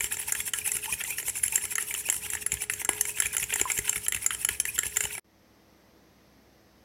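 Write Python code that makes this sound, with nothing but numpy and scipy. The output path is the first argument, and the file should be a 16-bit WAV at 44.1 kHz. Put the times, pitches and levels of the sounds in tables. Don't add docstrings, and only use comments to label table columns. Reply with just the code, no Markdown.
import sys
import numpy as np
from scipy import signal
from scipy.fft import rfft, irfft, next_fast_len
from scipy.io import wavfile
from scipy.ndimage import uniform_filter1d, map_coordinates

SR = 44100
rng = np.random.default_rng(int(sys.argv[2]) if len(sys.argv) > 2 else 0)


def pcm_store(signal):
    levels = np.round(np.clip(np.atleast_2d(signal), -1, 1) * 32767)
    wavfile.write(sys.argv[1], SR, levels.astype(np.int16).T)


N = 301642

STOP_S, RESUME_S = 5.197, 5.244
TOP_HZ = 15900
RING_GROWTH = 1

# (t/s, relative level/dB of bright ring, mid clack, low knock,
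# centre f/Hz of ring, of clack)
CONTACTS = [(0.0064, -16, -24.5, -42, 7900, 2350), (0.042, -14, -29, -43.5, 9500, 2820),
            (0.1228, -14.5, -39, -53.5, 10660.0, 2590.0), (0.1416, -26, -38.5, -47.5, 9880.0, 2830.0),
            (0.1687, -20.5, -36, -46.5, 7800, 2130), (0.1974, -29, -38, -49.5, 10670.0, 2040),
            (0.2262, -27, -39, -61, 11110.0, 2420.0), (0.293, -28, -34, -52, 10690.0, 2310),
            (0.3218, -9, -31, -45, 10470.0, 1850), (0.3505, -20.5, -27.5, -47, 10670.0, 1840.0),
            (0.4034, -17, -34, -55, 11000, 2330.0), (0.4758, -29.5, -34, -46.5, 10570.0, 2130),
            (0.5352, -15, -23, -44.5, 11030, 1860), (0.586, -17, -34.5, -51, 9410.0, 2540),
            (0.676, -17, -34.5, -42, 9610.0, 2280.0), (0.7167, -12.5, -33.5, -51.5, 8000, 1990.0),
            (0.754, -24.5, -37, -50, 10710.0, 2050), (0.7667, -14.5, -32, -50.5, 9100, 2370),
            (0.8566, -29, -30.5, -54.5, 9550.0, 2550), (0.924, -15.5, -38.5, -45, 10760, 2590),
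            (0.9386, -22.5, -35.5, -54.0, 9140.0, 2580), (1.0129, -27.5, -34, -46, 11370.0, 2620),
            (1.038, -19, -36.5, -49, 7580, 2150), (1.1044, -20.5, -35, -48.5, 11540.0, 2400),
            (1.1827, -22.5, -28.5, -62, 10230.0, 2640), (1.199, -27.5, -35.5, -51.5, 9570.0, 2490),
            (1.2276, -26, -39.5, -46, 7170.0, 2010), (1.282, -20, -32.5, -41, 7700, 2240),
            (1.2951, -17.5, -35.5, -49, 7500, 2015), (1.3762, -27.5, -39.5, -53.5, 9880, 2700.0),
            (1.433, -18.5, -36.5, -52, 10600, 2200), (1.4369, -7, -28.5, -51, 10610.0, 2130),
            (1.48, -16.5, -32.5, -52, 9610, 2460), (1.5227, -17, -39, -48, 9780.0, 2543),
            (1.5562, -5.5, -29, -45.5, 7550, 2730), (1.5778, -21.5, -29, -43, 10220.0, 2030),
            (1.639, -26.5, -35, -46, 10680, 2100), (1.653, -18, -34, -49, 7720, 2385),
            (1.7225, -39, -34, -45, 8900, 2100), (1.7543, -12.5, -31, -48, 6560, 1770.0),
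            (1.7811, -15, -24, -42, 10280, 2060), (1.8249, -19, -42.5, -48.5, 9680, 2730),
            (1.9092, -28.5, -37, -48, 7360.0, 2157), (1.94, -17, -34.5, -45, 6900, 1730),
            (1.9484, -25, -29, -62.5, 6910.0, 2850), (2.0873, -22, -30, -36.5, 7310.0, 2380),
            (2.099, -7.0, -27.5, -44.5, 8000, 2960.0), (2.125, -15, -33, -46, 10630.0, 2020),
            (2.142, -23.5, -39, -60.5, 10640.0, 2790.0), (2.164, -20.5, -39, -49, 9860, 2740),
            (2.2637, -28.5, -37, -48, 10140.0, 2460), (2.3013, -17, -38, -61.5, 7500, 2280.0),
            (2.3339, -17.5, -30.5, -46.5, 9700, 2150), (2.3508, -18, -29.5, -40, 7300, 2030),
            (2.4629, -10, -31, -46, 10420.0, 1814), (2.519, -12, -27, -44, 7350.0, 2620),
            (2.539, -15, -40, -46.5, 8700, 2390.0), (2.6195, -16.5, -39, -49, 10550.0, 2560.0),
            (2.638, -23.5, -36.5, -49.5, 10600, 2630), (2.6977, -15.5, -22, -44, 10690.0, 2042),
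            (2.7357, -17, -35, -47.5, 6090.0, 2420), (2.8156, -24.5, -33, -39.5, 9880.0, 2130.0),
            (2.848, -14.5, -37, -49.5, 6810, 1690), (2.8902, -7, -22.5, -24, 9870, 1800),
            (2.9317, -21, -39, -49.5, 9710, 2900), (3.0098, -6.5, -29.5, -39.5, 10280.0, 1830.0),
            (3.0521, -19.5, -30, -46.5, 7620, 2070), (3.092, -22.5, -41.5, -47.5, 9750.0, 2510.0),
            (3.1851, -24, -34, -50.5, 9980.0, 2350), (3.2013, -7, -24.5, -45.5, 10380.0, 1930),
            (3.2217, -16.5, -26, -41.5, 10620.0, 1992), (3.257, -17, -29.5, -45, 9510, 2380),
            (3.266, -17, -32.5, -49.5, 9500, 2370), (3.3475, -25, -33.5, -43.5, 10720.0, 2480.0),
            (3.3667, -10.5, -26.5, -48, 10340.0, 2870), (3.3802, -14.5, -35.5, -43.5, 7340.0, 2060),
            (3.3977, -18, -33.5, -61.5, 10500, 2046), (3.4285, -24, -29, -45.5, 9570.0, 2920.0),
            (3.439, -17.5, -37, -50, 7600.0, 2690.0), (3.524, -27, -30, -40, 10570.0, 3180),
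            (3.538, -10.5, -32.5, -46, 7350.0, 2000), (3.5579, -14.5, -28.5, -35.5, 7460.0, 1843),
            (3.598, -18.5, -27, -42, 9080, 2860.0), (3.6128, -8, -25.5, -28.5, 7040, 2030),
            (3.7, -19.5, -25.5, -41, 9130, 2330), (3.717, -12, -34, -45, 7850, 2100.0),
            (3.7764, -17, -30, -46, 7640, 2213), (3.7876, -12.5, -27.5, -36, 10650.0, 2012),
            (3.8785, -24, -29, -44, 9910.0, 2440), (3.8937, -7.5, -32, -40.5, 7490.0, 3017),
            (3.929, -18, -29.5, -48.5, 10660.0, 2270), (3.9583, -18, -28, -43.5, 10720, 2308),
            (3.978, -24.5, -36.5, -51, 9180, 2210.0), (4.0639, -25, -31, -54, 7600, 3100),
            (4.0823, -8.5, -32.5, -44.5, 10370.0, 1800), (4.122, -15.5, -25, -46, 10620.0, 2020),
            (4.146, -15, -26, -46, 9820.0, 2420), (4.1629, -20.5, -32, -53, 10690, 2117),
            (4.171, -32, -34.5, -59.5, 7450.0, 1990), (4.2434, -25.5, -36, -47.5, 10010.0, 2230.0),
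            (4.2626, -6, -28.5, -46, 6920.0, 2020), (4.3066, -20.5, -24.5, -54, 10730.0, 3130),
            (4.3468, -19, -33.5, -50, 9150.0, 2837), (4.448, -7, -27.5, -43, 10600, 3030),
            (4.488, -12.5, -21.5, -38.5, 10710.0, 2800), (4.5999, -8.0, -29, -48, 10300.0, 2995),
            (4.653, -18, -26, -45.5, 10490.0, 2090.0), (4.7797, -21, -29.5, -47.5, 7480, 1880.0),
            (4.7881, -7.5, -24, -40, 7480.0, 3120), (4.8328, -19.5, -26.5, -44, 10830.0, 1970),
            (4.8554, -24, -38, -47, 9890.0, 2810.0), (4.8657, -16.5, -34, -48, 9750.0, 2780.0),
            (4.9603, -25.5, -32, -49.5, 7130.0, 2260), (4.9684, -7.5, -25.5, -41, 7150, 1947),
            (5.006, -12, -25, -42, 7330.0, 2000), (5.038, -17.5, -32, -42.5, 9490.0, 2900),
            (5.0521, -18.5, -28, -36.5, 7350.0, 2860), (5.1505, -28, -37, -48, 9140, 2400),
            (5.179, -24.5, -35, -41, 10580.0, 2030)]
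# (f/Hz, relative level/dB, t60/s)
CLINK = [(330, -9, .018), (400, -2, .022), (640, -7, .012), (810, -2.5, .018), (890, 0, .02),
         (1000, -3, .014), (1350, -7, .025), (1450, -10, .025), (1700, -5, .025), (1860, -4.5, .02),
         (2030, -1.5, .02), (2300, -2, .015), (2700, -2, .015), (3020, 0, .02), (4160, -8, .02),
         (6370, -4.5, .02), (6880, -3, .018), (7050, -3, .018), (7200, -2, .02), (7500, 0, .022),
         (8380, -9, .02), (8980, -7, .02), (9550, -8, .015), (10150, -1, .018), (10380, 2, .022),
         (10560, 0, .022), (12480, -7, .018), (13280, -5, .018), (14700, -3, .015)]
# (f/Hz, relative level/dB, t60/s)
BOWL = [(421, -18, 1.1), (862, -23.5, .26), (985, -24, .3), (1340, -26, .15), (1435, -23, .2),
        (1660, -18.5, .32), (1770, -25, .2), (2005, -23, .12), (5445, -25, .09), (6382, -25, .07),
        (7175, -21, .1), (7512, -14, .12), (7715, -19, .11), (8978, -22, .09), (9515, -20, .1),
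        (9880, -20, .06), (10640, -15, .09), (11030, -20, .06)]
# (lowest f/Hz, highest f/Hz)
REGISTERS = [(5400, 14800), (1300, 4100), (320, 1050)]
# (bright level/dB, mid level/dB, low level/dB)
RING_LEVEL_DB = (-2, -1.5, -1.5)
# (bright level/dB, mid level/dB, low level/dB)
RING_CAP_DB = (13, 8, 6)
# (bright level/dB, mid level/dB, low level/dB)
PRESS_DB = (-1, -5, 0)
# (t/s, gain of low modes/dB, gain of mid modes/dB, time free/s)
REBOUNDS = [(0.324, -39, -23, 0.14), (0.537, -46, -22, 0.097), (.755, -42, -30, 0.067),
            (2.849, -37, -18.5, .01), (2.89, -23.5, -19.5, 0.43), (3.614, -36.5, -33.5, 0.045),
            (4.488, -42.5, -25, 0.039)]
# (middle t/s, half length/s, relative fizz level/dB, relative slosh level/dB)
SWEEPS = [(0.037, 0.016, -30.5, -37.5), (0.132, 0.012, -33.5, -37.5), (0.211, 0.017, -34.5, -40.5),
          (0.29, 0.013, -32.5, -37), (0.388, 0.023, -34.5, -41.5), (0.477, 0.012, -30, -39),
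          (0.572, 0.023, -34.5, -43), (0.673, 0.015, -31.5, -39.5), (0.747, 0.023, -35, -43),
          (0.85, 0.016, -35, -40), (0.92, 0.017, -31.5, -37), (1.002, 0.011, -36, -39.5),
          (1.095, 0.025, -33.5, -39), (1.192, 0.012, -32.5, -42), (1.282, 0.014, -30.5, -43),
          (1.373, 0.014, -32.5, -40), (1.454, 0.012, -32, -42), (1.55, 0.023, -33, -41),
          (1.636, 0.014, -37, -39.5), (1.72, 0.011, -33, -38), (1.811, 0.016, -36, -41),
          (1.898, 0.016, -33.5, -42), (1.989, 0.016, -32.5, -42), (2.068, 0.01, -33.5, -44.5),
          (2.15, 0.023, -34, -43.5), (2.248, 0.014, -35, -37.5), (2.335, 0.016, -34, -40.5),
          (2.439, 0.013, -28, -38.5), (2.523, 0.017, -37, -37), (2.625, 0.012, -33.0, -40),
          (2.71, 0.011, -34, -46), (2.809, 0.011, -34, -44), (2.888, 0.02, -40.5, -55),
          (2.974, 0.022, -39.5, -41), (3.091, 0.015, -33, -42.5), (3.176, 0.012, -34.5, -41),
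          (3.249, 0.018, -35.5, -39), (3.34, 0.009, -31.5, -42.5), (3.42, 0.015, -31, -41),
          (3.522, 0.017, -36.5, -38), (3.596, 0.021, -35.5, -40), (3.705, 0.017, -35, -38),
          (3.767, 0.021, -34.5, -43), (3.878, 0.019, -34.5, -39), (3.963, 0.014, -35, -40.5),
          (4.045, 0.008, -35, -42.5), (4.15, 0.017, -41, -46), (4.231, 0.01, -35.5, -41.5),
          (4.33, 0.013, -38.5, -43), (4.416, 0.012, -36.5, -42), (4.516, 0.02, -37.5, -39),
          (4.599, 0.014, -33.5, -57), (4.681, 0.014, -36.5, -43.5), (4.755, 0.008, -33.5, -43),
          (4.862, 0.012, -36.5, -38), (4.96, 0.018, -39.5, -44), (5.037, 0.016, -34.5, -41),
          (5.135, 0.013, -36.5, -40)]
# (landing t/s, time in the air/s, change of liquid level/dB)
LIFTS = [(.535, 0.033, -25.5), (1.754, 0.014, -23), (1.781, .018, -13), (2.462, 0.03, -27),
         (2.519, 0.06, -11.5), (2.699, .04, -33.5), (2.848, 0.0192, -13.5), (2.89, .03, -30.5),
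         (4.083, 0.016, -12), (4.122, .028, -13), (4.306, 0.035, -19), (4.488, 0.035, -23.5),
         (4.6, .028, -17), (4.653, .032, -19), (4.833, .025, -3)]
# (f/Hz, relative level/dB)
FIZZ = [(2500, -30), (3800, -18.5), (4800, -25), (5450, -9), (6500, -11), (7400, -7.5), (8200, -4),
        (9800, 3), (10200, -3.5), (10750, 5), (11600, -1), (12900, -4.5), (14300, -3), (15300, -10),
        (16000, -14.5)]
# (f/Hz, relative level/dB)
SLOSH = [(90, -16), (160, -1), (380, -27.5), (560, -21.5), (900, -13.5), (1170, -24.5), (1600, -6),
         (2200, 0), (2650, 0.5), (3300, 0), (4000, -15), (4800, -13), (6500, -41.5)]
# (f/Hz, relative level/dB)
GRIT = [(1500, -24.5), (3000, -2), (4200, -0.5), (5200, -4), (9000, -3.5), (15000, -8)]
# (middle t/s, f/Hz, level/dB, half length/s)
SQUEAKS = [(0.201, 10640, -33, 0.008), (0.577, 9600, -37, 0.0062), (0.66, 10930, -31, .009),
           (0.746, 10670, -28.5, .008), (1.463, 10650, -26, 0.0037), (1.635, 10640, -35, 0.014),
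           (1.806, 10600, -35.5, 0.0079), (2.719, 10750, -39, 0.0098), (3.748, 10610, -38, .007),
           (3.968, 10560, -33, 0.0033), (4.331, 9700, -43, .009), (4.333, 10800, -35, 0.008),
           (4.686, 10000, -34.5, .004), (4.688, 11600, -36.5, .006), (4.704, 10700, -37, .005)]
# (t/s, starting f/Hz, peak level/dB, swell/s, t60/s, pitch rise/octaves per s,
# waver/share of pitch)
GULPS = [(.276, 904, -39.5, 0.0044, 0.065, -3, .04), (.289, 2190, -36, 0.0047, 0.033, 4, .036),
         (.614, 2350, -31.5, 0.0013, .041, 1, .022), (.645, 2580, -36, .0043, 0.042, 6, .036),
         (.69, 2580, -29.5, .003, 0.026, 1, .019), (.825, 2584, -35, 0.008, .067, 2.5, .05),
         (.852, 796, -45, 0.0061, 0.055, 6, .04), (.875, 853, -35, .007, 0.059, 5.5, .05),
         (.89, 1012, -40, .005, 0.061, 8, 0.069), (.922, 2460, -26, 0.0057, .036, 3.5, .02),
         (1.08, 924, -42, .004, .03, -2.5, .04), (1.105, 2490, -28, 0.004, 0.035, -7, .035),
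         (1.124, 2520, -34.5, .0037, 0.052, 3, .02), (1.525, 2510, -29, .004, 0.028, 4.5, .04),
         (1.531, 886, -37.5, 0.0043, 0.036, -4, .04), (1.782, 1790, -23, .0027, .03, 9, .03),
         (1.907, 2110, -27, .0043, 0.02, 17, .04), (2.051, 2420, -34, 0.014, 0.049, 9.5, .035),
         (2.239, 847, -45, 0.0025, .03, -6, .04), (2.41, 2680, -39, .0073, 0.076, -3.5, .046),
         (2.603, 2260, -34, 0.006, 0.034, 5.5, .037), (2.636, 835, -42, 0.0017, .03, -2, .04),
         (3.09, 2430, -34.5, 0.0064, 0.054, 10.5, .024), (3.142, 2536, -40, .006, 0.059, 1, .03),
         (3.258, 2400, -24, 0.0025, 0.022, 13, .035), (3.318, 2520, -35.5, .005, .022, -12, .04),
         (3.6545, 1067, -23.5, 0.00034, 0.076, -7.5, .012), (3.701, 2440, -25, 0.0013, 0.025, -20, .039),
         (4.685, 2370, -27.5, .0065, 0.022, 9.5, .022), (5.151, 2170, -38, 0.0065, .03, 20.5, .03)]
# (t/s, relative level/dB)
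THUDS = [(.037, -45), (0.392, -48.5), (0.579, -58), (0.752, -46), (0.924, -42.5), (1.099, -62),
         (1.282, -51), (1.459, -49), (1.638, -51), (1.988, -56), (2.162, -51), (2.336, -49), (2.53, -38),
         (2.719, -54), (2.896, -47), (3.079, -58), (3.251, -45), (3.421, -45), (3.609, -42), (3.788, -38),
         (3.969, -42.5), (4.152, -42.5), (4.333, -53), (4.509, -44.5), (4.682, -51.5), (4.862, -44),
         (5.044, -42)]
# (f/Hz, relative level/dB)
RUMBLE = [(20, -48), (38, -29), (62, 1.5), (79, -4.5), (100, -3), (130, -8), (200, -12), (500, -35.5)]
# (f/Hz, t60/s)
KITCHEN = [(100, 0.69), (1000, 0.39), (6000, 0.4), (15000, 0.081)]
# (f/Hz, relative level/dB)
AIR = [(25, -6.5), (55, -3), (85, -4), (240, 1), (380, -4), (560, -4), (750, -6.5), (1500, -14),
       (1950, -11), (2600, -17.5), (4000, -18.5), (5200, -16), (6300, -18), (6700, -26), (10300, -29.5),
       (12100, -20), (13500, -29.5), (15800, -27)]
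# (f/Hz, relative level/dB)
HUM = [(64.6, -70), (102.3, -72.5), (166.9, -90.5), (199.2, -71), (323.0, -69.5), (409.1, -83.5),
       (436.0, -89), (489.9, -77.5), (1233, -83)]


def contacts(spread_s=0.0021, crack_db=-10, crack_t60=0.04, left_db=-5, register_db=(-12, -3.5, -3),
             sharpness=8, boost_db=5.0, knock_hz=425, count=4, size=2600):
    t = np.arange(size) / SR
    attack = round(.0075 * SR)
    bands = [signal.butter(3, edges, "band", fs=SR, output="sos") for edges in REGISTERS]
    choke = amp(left_db * (1 - np.exp(-(t / .005) ** 2)))
    bowl = ringing(BOWL, size=SR * 2 // 3)
    bowl_t = np.arange(bowl.shape[1]) / SR
    out = np.zeros(N)
    usual = np.mean(CONTACTS, axis=0)[1:4]
    gaps = np.diff(np.transpose(CONTACTS)[0], append=STOP_S)
    for (s, *levels, ring_hz, clack_hz), free_s in zip(CONTACTS, gaps):
        force = 0.1444 * rng.standard_normal(attack) * np.exp(-t[:attack] / spread_s)
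        landings = (np.arange(count) + rng.random(count)) / count * spread_s
        hits = np.minimum((landings - landings[0]) * SR, attack - 1).astype(int)
        force[hits] += rng.uniform(0.57, 1, count)
        clink = ringing(CLINK, size, 1 + .01 * rng.standard_normal((len(CLINK), 1)))
        crack = rng.standard_normal(size) * amp(-60 * t / crack_t60)
        harder = np.minimum(np.array(levels) - usual, RING_CAP_DB)
        pressed = np.clip((bowl_t - free_s) / .01, 0, 1)
        blow_levels = np.add(levels, register_db)
        ring_levels = usual + RING_GROWTH * harder + register_db + RING_LEVEL_DB
        centres = ring_hz, clack_hz, knock_hz
        registers = zip(REGISTERS, bands, blow_levels, ring_levels, centres, PRESS_DB)
        for (lo, hi), band, db, ring_db, hz, press_db in registers:
            struck = np.convolve(shares(CLINK, lo, hi) @ clink, force)[:size]
            tone = unit(signal.sosfilt(band, struck))
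            snap = unit(signal.sosfilt(band, crack))
            blow = choke * stressed(tone + amp(crack_db) * snap, hz, sharpness, boost_db)
            add(out, s, amp(db) * blow / blow[:attack].std())
            add(out, s, amp(ring_db + press_db * pressed) * (shares(BOWL, lo, hi) @ bowl))
    return out


def rebounds(damp_t60=0.041):
    out, t = np.zeros(N), np.arange(SR) / SR
    hz, bowl = np.transpose(BOWL)[0], ringing(BOWL, size=SR)
    for s, low_db, mid_db, free_s in REBOUNDS:
        strength = np.where(hz < REGISTERS[2][1], amp(low_db), amp(mid_db))
        strength = strength * (hz < REGISTERS[1][1])
        damping = amp(-60 * np.maximum(t - free_s, 0) / damp_t60)
        add(out, s, strength @ bowl * damping)
    return out


def drone(db=-61, width_hz=5):
    phase = 2 * np.pi * BOWL[0][0] * np.arange(N) / SR
    return amp(db) * unit(amp(2 * wobble(width_hz)) * np.sin(phase + wobble(width_hz)))


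def sweeps(fizz_db=-1, slosh_db=-2.0, pocket_db=-8, trough_db=-17, scrape_db=-9, rest_db=(-45.5, -52),
           flutter_db=1, gurgle_db=6.5, crackle_db=-11, grit_db=-56.5, grit_rate=300, grit_depth_db=3):
    t = np.arange(0, N / SR, .002)
    times = np.arange(N) / SR
    middle, half, fizz, slosh = np.transpose(SWEEPS)
    swell = np.exp(-.5 * np.abs((t - middle[:, None]) / half[:, None]) ** 2.4)
    depth = immersion(t)

    def level(db, floor_db):
        power = amp(db) ** 2 @ swell + amp(floor_db) ** 2
        return np.interp(times, t, depth * np.sqrt(power))

    foam = bubbles(count=9000, low_hz=5000, high_hz=15000, cycles=30, spread_db=2.0, size=512)
    folds = bubbles(count=7000, low_hz=1000, high_hz=4600, cycles=8, spread_db=2.0, size=768)
    spray = patchy(coloured(foam + rng.standard_normal(N), FIZZ), depth_db=2.2)
    liquid = coloured(folds + .5 * rng.standard_normal(N), SLOSH)
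    liquid = liquid * unit(amp(gurgle_db * wobble(110)))
    crackle = bubbles(count=3500, low_hz=2400, high_hz=7000, cycles=1.5, spread_db=2.4, size=128)
    hollow = pocket(hz=2560, wander=.09, width_hz=420)
    trough = pocket(hz=930, wander=.05, width_hz=260)
    high = [mode for mode in BOWL if mode[0] > REGISTERS[0][0]]
    tugs = rng.standard_normal(N)
    scrape = signal.oaconvolve(tugs, ringing(high, size=SR // 2).sum(0))[:N]
    scrape = patchy(scrape, depth_db=4)
    bright = level(fizz, rest_db[0]) * (amp(fizz_db) * spray + amp(scrape_db) * scrape)
    wet_mix = amp(slosh_db) * liquid + amp(pocket_db) * hollow
    wet_mix = wet_mix + amp(trough_db) * trough + amp(crackle_db) * crackle
    wet = level(slosh, rest_db[1]) * wet_mix
    grit = coloured(rng.standard_normal(N) * amp(grit_depth_db * wobble(grit_rate)), GRIT)
    swish = amp(grit_db) * np.interp(times, t, depth) * grit
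    return unit(amp(flutter_db * wobble(170))) * (bright + wet + swish)


def squeaks(waver=0.0098, rough_db=4.5):
    out, t = np.zeros(N), np.arange(-SR // 25, SR // 25) / SR
    for s, hz, db, half in SQUEAKS:
        pitch = hz * (1 + waver * wobble(900, len(t)))
        phase = 2 * np.pi * np.cumsum(pitch) / SR
        voice = unit(np.sin(phase) * amp(rough_db * wobble(500, len(t))))
        add(out, s + t[0], amp(db) * np.exp(-.5 * (t / half) ** 2) * voice)
    return out


def gulps():
    out, t = np.zeros(N), np.arange(SR // 6) / SR
    for s, hz, db, swell, t60, glide, waver in GULPS:
        shape = (1 - np.exp(-(t / swell) ** 2)) * amp(-60 * t / t60)
        pitch = hz * 2 ** (glide * t) * (1 + waver * wobble(500, len(t)))
        tone = np.sin(2 * np.pi * np.cumsum(pitch) / SR)
        add(out, s, amp(db) * shape / shape.max() * tone)
    return out


def worktop(modes=((62, 0, .17), (100, -1, .13), (155, -3, .07)), swell_s=0.0022, thud_db=5,
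            rumble_db=-56):
    out = amp(rumble_db) * coloured(rng.standard_normal(N), RUMBLE)
    t = np.arange(SR // 4) / SR
    for s, db in THUDS:
        detune = 1 + 0.061 * rng.standard_normal((len(modes), 1))
        boom = ringing(modes, len(t), detune).sum(0)
        add(out, s, amp(db + thud_db) * boom * (1 - np.exp(-(t / swell_s) ** 2)))
    return out


def kitchen(x):
    hz, t, z = signal.stft(rng.standard_normal(SR // 2), SR, nperseg=256)
    decay = amp(-60 * t / along(KITCHEN, hz)[:, None])
    tail = signal.istft(z * decay, SR, nperseg=256)[1]
    delayed = np.pad(tail, (SR // 200, 0))
    return signal.oaconvolve(x, delayed / np.linalg.norm(tail))[:N]


def room_tone(air_db=-60.5, hum_db=-1, drift=0.46):
    t = np.arange(N) / SR
    hum = np.zeros(N)
    for hz, db in HUM:
        line = np.sin(2 * np.pi * hz * t + drift * wobble(5.3))
        hum += amp(db + hum_db) * unit(line)
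    return hum + amp(air_db) * coloured(rng.standard_normal(N), AIR)


def bubbles(count, low_hz, high_hz, cycles, spread_db, size):
    when, pitch, chance = rng.random((count, 3)).T[:, :, None]
    turns = low_hz * (high_hz / low_hz) ** pitch * np.arange(size) / SR
    age = turns / cycles
    loudness = amp(-spread_db * np.log(np.maximum(chance, .03)))
    shape = np.exp(-age) * (1 - np.exp(-turns))
    pings = loudness * shape * np.sin(2 * np.pi * turns * (1 + .003 * age))
    places = (when * N).astype(int) + np.arange(size)
    return unit(np.bincount(places.ravel(), pings.ravel(), N)[:N])


def pocket(hz, wander, width_hz):
    phase = 2 * np.pi * np.cumsum(hz * np.exp(wander * wobble(35))) / SR
    band = wobble(width_hz) * np.cos(phase) + wobble(width_hz) * np.sin(phase)
    return unit(band * amp(2 * wobble(60)))


def immersion(t):
    s, air_s, db = np.transpose(LIFTS)[:, :, None]
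    ahead = np.maximum(s - t, 0)
    loss_db = db * (ahead > 0) * np.exp(-(ahead / air_s) ** 4)
    return amp(np.min(loss_db, axis=0))


def ringing(modes, size, detune=1):
    hz, db, t60 = np.transpose(modes)[:, :, None]
    t = np.arange(size) / SR
    return amp(db - 60 * t / t60) * np.sin(2 * np.pi * hz * detune * t)


def shares(modes, lo, hi):
    hz = np.transpose(modes)[0]
    signs = rng.choice([-1, 1], len(hz))
    return signs * amp(2.5 * rng.standard_normal(len(hz))) * (hz >= lo) * (hz < hi)


def stressed(x, hz, sharpness, boost_db):
    b, a = signal.iirpeak(hz, max(sharpness, 1), fs=SR)
    return x + amp(boost_db) * signal.lfilter(b, a, x)


def patchy(x, depth_db, size=512):
    z = signal.stft(x, nperseg=size)[2]
    field = rng.standard_normal(z.shape)
    for _ in range(2):
        field = uniform_filter1d(field, 6, 0)
        field = uniform_filter1d(field, 4, 1)
    return unit(signal.istft(z * amp(depth_db * unit(field)), nperseg=size)[1][:N])


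def amp(db):
    return 10 ** (np.asarray(db) / 20)


def unit(x):
    return x / np.sqrt(np.mean(x ** 2) + 1e-20)


def along(points, hz):
    f, v = np.transpose(points)
    return np.interp(np.log(hz + 1), np.log(f + 1), v)


def filtered(x, response):
    m = next_fast_len(N + SR // 2)
    return irfft(rfft(x, m) * response(np.fft.rfftfreq(m, 1 / SR)), m)[:N]


def coloured(x, spectrum):
    return unit(filtered(x, lambda hz: amp(along(spectrum, hz))))


def wobble(rate, size=N):
    knots = rng.standard_normal(int(size * rate / SR) + 4)
    return map_coordinates(knots, [np.arange(size) * rate / SR])


def add(track, s, sound):
    part = track[max(round(s * SR), 0):][:len(sound)]
    part += sound[:len(part)]


def scene(room_db=-17, gap_db=-22, fade_db=-5, fade_s=0.14):
    t = np.arange(N) / SR
    bowl = contacts() + rebounds() + drone() + sweeps() + squeaks() + gulps()
    whisking = (bowl + amp(room_db) * kitchen(bowl) + worktop()) * (t < STOP_S)
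    easing_db = fade_db * np.exp(-np.abs(t - RESUME_S) / fade_s)
    quiet_db = np.where((t > STOP_S) & (t < RESUME_S), gap_db, easing_db)
    return (whisking + amp(quiet_db) * room_tone())[None]


def record(dry, low_cut_hz=48):
    def response(hz):
        low_cut = hz ** 3 / np.hypot(hz ** 3, low_cut_hz ** 3)
        return (hz < TOP_HZ) * low_cut
    return filtered(dry[0], response)[None]


dry = scene()
out = record(dry)
pcm_store(out)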